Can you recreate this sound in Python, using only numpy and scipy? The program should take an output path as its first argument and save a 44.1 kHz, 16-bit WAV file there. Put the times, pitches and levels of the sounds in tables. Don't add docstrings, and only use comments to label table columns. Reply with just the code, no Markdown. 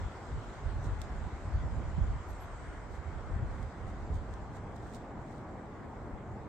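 import sys
import numpy as np
from scipy import signal
from scipy.fft import rfft, irfft, next_fast_len
from scipy.io import wavfile
from scipy.ndimage import uniform_filter1d, map_coordinates

SR = 44100
rng = np.random.default_rng(int(sys.argv[2]) if len(sys.argv) > 2 else 0)


def unload_audio(sound):
    columns = np.transpose(np.atleast_2d(sound))
    steps = np.round(np.clip(columns, -1, 1) * 32767)
    wavfile.write(sys.argv[1], SR, steps.astype(np.int16))


N = 285768

# (frequency [Hz], left-right correlation [0..1])
VENT_IMAGE = [(130, 1), (500, 0.92), (800, 0.83), (1400, 0.62), (2200, .5), (3100, 0.12), (6000, 0.062)]


def amp(db):
    return 10 ** (np.asarray(db) / 20)


def unit(x):
    return x / np.sqrt(np.mean(x ** 2) + 1e-20)


def clock():
    return np.arange(N) / SR


def along(points, hz):
    freqs, values = np.transpose(points)
    return np.interp(np.log(hz + 1), np.log(freqs + 1), values)


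def curves(rows):
    times, *lanes = np.transpose(rows)
    return [np.interp(clock(), times, lane) for lane in lanes]


def wobble(rate):
    return map_coordinates(rng.standard_normal(int(N * rate / SR) + 4), [clock() * rate])


def swell(centre_s, half_s):
    return np.exp(-.5 * ((clock() - centre_s) / half_s) ** 2)


def filtered(x, response):
    size = next_fast_len(N + SR // 2)
    return irfft(rfft(x, size) * response(np.fft.rfftfreq(size, 1 / SR)), size)[..., :N]


def panned(balance_db):
    return amp(np.array([[1], [-1]]) * balance_db / 2)


def turbulence(spectrum, image, patchy_db):
    def mid_side_eq(hz):
        width = np.arccos(np.clip(along(image, hz), -1, 1)) / 2
        return amp(along(spectrum, hz)) * [np.cos(width), np.sin(width)]

    bins = signal.stft(rng.standard_normal((2, N)), nperseg=512)[2]
    patches = uniform_filter1d(rng.standard_normal(bins.shape[1:]), size=5, axis=0)
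    patches = uniform_filter1d(patches, size=12, axis=1)
    noise = signal.istft(bins * amp(patchy_db * unit(patches)), nperseg=512)[1][:, :N]
    mid, side = filtered(noise, mid_side_eq)
    return unit(np.array([mid + side, mid - side]))


def ground():
    # (time [s], rumble level [dB], drone level [dB])
    rides = [(0, -49.5, -73.5), (1.9, -50.5, -70), (2.4, -55.5, -58), (2.85, -50.5, -56), (3.3, -49.5, -59),
             (4.3, -47, -71), (5.2, -45, -50.5), (6.48, -45.5, -54)]
    # (frequency [Hz], level [dB])
    rumble_eq = [(25, -18), (60, -10), (105, 3.5), (170, -3), (220, -1), (260, -4.5), (380, -6.5),
                 (520, -10), (800, -9), (1200, -17.5), (2500, -64.5)]
    drone_eq = [(220, -46), (280, -1.5), (302, 17), (325, 7), (420, -51.0)]
    rumble_db, drone_db = curves(rides)
    rumble = amp(rumble_db + 0.5 * wobble(9)) * turbulence(rumble_eq, VENT_IMAGE, patchy_db=0.5)
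    drone = amp(drone_db - 8) * turbulence(drone_eq, image=[(300, -0.065)], patchy_db=9)
    return rumble + drone


def bird():
    # (start [s], length [s], starting pitch [Hz], glide [Hz], arch [Hz], level [dB])
    notes = [(2.275, 0.053, 11150, 0, 581, -71), (2.315, 0.081, 8800, 0, -800, -76),
             (2.388, .075, 11030, -100, 518, -71.5), (2.453, .245, 8700, -400, -650, -76),
             (2.667, .125, 8180, -300, 317, -76), (2.94, 0.044, 11150, -700, 150, -83)]
    fade_s, scatter_t60_s, raspy_above_hz = .022, .06, 10000
    t, song, airiness = clock(), np.zeros(N), np.zeros(N)
    for start, length, start_hz, glide_hz, arch_hz, db in notes:
        progress = np.clip((t - start) / length, 0, 1)
        hz = start_hz + glide_hz * progress + arch_hz * np.sin(np.pi * progress)
        tremble = 0.0018 + .004 * (hz > raspy_above_hz)
        hz = hz * (1 + tremble * wobble(500))
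        from_edge_s = np.minimum(progress, 1 - progress) * length
        envelope = amp(db) * np.minimum(from_edge_s / fade_s, 1)
        song += amp(-2.0) * envelope * np.sin(2 * np.pi * np.cumsum(hz) / SR)
        airiness += envelope * (hz > raspy_above_hz)
    reflections = rng.standard_normal((2, SR // 8)) * amp(-60 * t[:SR // 8] / scatter_t60_s)
    reflections /= np.linalg.norm(reflections[0])
    scatter = signal.fftconvolve(song[None], reflections, axes=1)[:, :N]
    air_eq = [(10000, -31), (11500, 8), (13000, -10), (15500, -12)]
    air = uniform_filter1d(airiness, size=3000) * turbulence(air_eq, image=[(12000, 0)], patchy_db=4.5)
    return (song + amp(-9) * scatter + amp(-6) * air) * panned(balance_db=-15)


def handling():
    # (time [s], level [dB], left minus right [dB], time to fall 60 dB [s])
    ticks = [(0.022, -52, -5, .008), (1.0164, -35, -13, 0.012), (3.6264, -54.5, -8, .04),
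             (4.339, -46, 11, 0.0063), (4.9473, -41.5, -7, 0.0076), (5.381, -59.5, -7, 0.011)]
    # (time [s], level [dB], left minus right [dB], half-length [s])
    rustles = [(0.853, -63, -8, 0.015), (1.02, -65.5, -2, 0.025), (2.313, -71, -10, .012),
               (2.397, -73, 0, 0.14), (2.944, -67.5, -1, .03), (3.58, -71, -3, 0.077),
               (3.888, -68.5, -8, .015), (4.155, -67, -8, .017), (4.34, -74, 2, 0.039),
               (4.56, -65, -7, 0.018), (4.764, -65.5, -13, 0.0042), (4.895, -70, -8, 0.089),
               (4.951, -63, -6, 0.015), (5.323, -72.5, -10, 0.066)]
    # (frequency [Hz], level [dB])
    casing_eq = [(500, -31), (2300, -9.5), (3800, 2), (5000, -2), (7800, 1.5), (8800, -0.5), (10000, -40),
                 (11500, -15), (15500, -18)]
    t, envelope = clock(), np.zeros((2, N))
    for start, db, balance_db, t60 in ticks:
        decay_db = 60 * np.abs(t - start) / t60
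        envelope += amp(db - 6.5 - decay_db) * (t >= start) * panned(balance_db)
    fibres = unit(amp(2.2 * wobble(300)))
    for centre_s, db, balance_db, half_s in rustles:
        envelope += amp(db - 1.0) * swell(centre_s, half_s) * fibres * panned(balance_db)
    return envelope * turbulence(casing_eq, image=[(5000, .1)], patchy_db=0)


def wind_strength():
    # (time [s], level [dB])
    breeze = [(0, -47), (1.0, -45.5), (2.6, -45.5), (2.9, -49.5), (4.7, -45), (5.5, -53.5), (6.48, -47.5)]
    # (time [s], level [dB], half-length [s], left minus right [dB])
    gusts = [(0.034, -35.5, 0.038, 2), (0.363, -32.5, 0.038, -2), (0.73, -36.5, 0.073, -4.5),
             (0.937, -35.5, 0.094, 2), (1.187, -34, 0.061, -3), (1.552, -40, 0.12, 8),
             (1.8, -37.5, 0.24, -6.5), (2.057, -32, 0.081, -1), (2.315, -38.5, 0.035, -1),
             (3.11, -42.5, 0.17, -6), (3.398, -33, 0.081, 2.5), (3.582, -39, 0.062, -9.5),
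             (3.854, -35, 0.044, -7), (4.133, -38, 0.14, -1.5), (6.16, -42.5, 0.029, 10)]
    breeze_db, = curves(breeze)
    gust_power = sum((amp(db) * swell(centre_s, half_s) * panned(balance_db)) ** 2
                     for centre_s, db, half_s, balance_db in gusts)
    return 10 * np.log10(amp(breeze_db) ** 2 + gust_power)


def wind():
    # (frequency [Hz], level [dB])
    buffet_eq = [(15, -30.5), (30, -3.5), (50, 2), (85, -1), (130, -11.5), (200, -20), (350, -35),
                 (700, -61.5), (2000, -90.5)]
    buffet_image = [(35, 0.93), (70, 0.63), (160, 0.55)]
    eddy_eq = [(60, -10.5), (120, 6.5), (190, -6.5), (320, -12.5), (900, -53), (2500, -83.5)]
    wind_db = wind_strength()
    lumps = amp(2.1 * wobble(26) + 0.57 * np.array([wobble(9.8), wobble(25)]))
    buffet = unit(lumps * turbulence(buffet_eq, buffet_image, patchy_db=1.5))
    eddies = turbulence(eddy_eq, image=[(150, 0.48)], patchy_db=-2.5)
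    flutter = unit(amp(7.6 * wobble(25.06)) * eddies)
    strongest_db = wind_db.max()
    flutter_db = strongest_db + 1.41 * (wind_db - strongest_db) - 10.5
    return amp(wind_db + 0.04) * buffet + amp(flutter_db) * flutter


def thumps():
    # (time [s], level [dB], pitch [Hz], left minus right [dB])
    hits = [(0.866, -23.5, 93, -10), (0.925, -25.5, 76.4, 12), (1.98, -25.5, 142, -23),
            (2.083, -30, 97, -4), (4.102, -24.5, 61, -7)]
    out = np.zeros((2, N))
    for start, db, hz, balance_db in hits:
        cycles = np.maximum(clock() - start, 0) * hz
        push = cycles / 0.42
        envelope = amp(db - 5.0) * push * np.exp(1 - push)
        out += envelope * np.sin(2 * np.pi * cycles) * panned(balance_db)
    return out


def steam():
    # (time [s], rush level [dB], hiss level [dB])
    rides = [(0, -56.5, -65), (1.2, -56.5, -66), (2.1, -56.5, -67), (3.3, -57, -69.5), (4, -59, -69),
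             (4.6, -60, -71.5), (5.4, -60, -73), (6.48, -61, -74)]
    # (frequency [Hz], level [dB])
    rush_eq = [(120, -31.5), (300, -2.5), (550, -2.5), (780, -2), (980, -2.5), (1150, -4), (1450, -4.5),
               (1750, -9.5), (2100, -11.5), (2650, -23.5), (3500, -36.5), (6000, -64)]
    # (frequency [Hz], level [dB])
    hiss_eq = [(1200, -7.5), (2400, -1.5), (3200, 2.5), (4200, -1), (5600, -3.5), (6800, -3.5), (7500, -1),
               (8450, -7), (9100, -18), (10000, -35), (11500, -25), (15500, -27.5)]
    # (frequency [Hz], left minus right [dB])
    lean = [(1300, -0.6), (2400, 3.5), (4400, 2.0), (8000, -6.0), (12000, 2)]
    rush_db, hiss_db = curves(rides)
    rush = amp(rush_db + 6.5 + 0.14 * wobble(12)) * turbulence(rush_eq, VENT_IMAGE, patchy_db=1.3)
    hiss = amp(hiss_db + 1.5) * turbulence(hiss_eq, VENT_IMAGE, patchy_db=2.0)
    return filtered(rush + hiss, lambda hz: panned(along(lean, hz)))


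def scene():
    return steam() + ground() + wind() + thumps() + handling() + bird()


def record(dry):
    top_hz = 15800
    return filtered(dry, lambda hz: hz < top_hz)


dry = scene()
out = record(dry)
unload_audio(out)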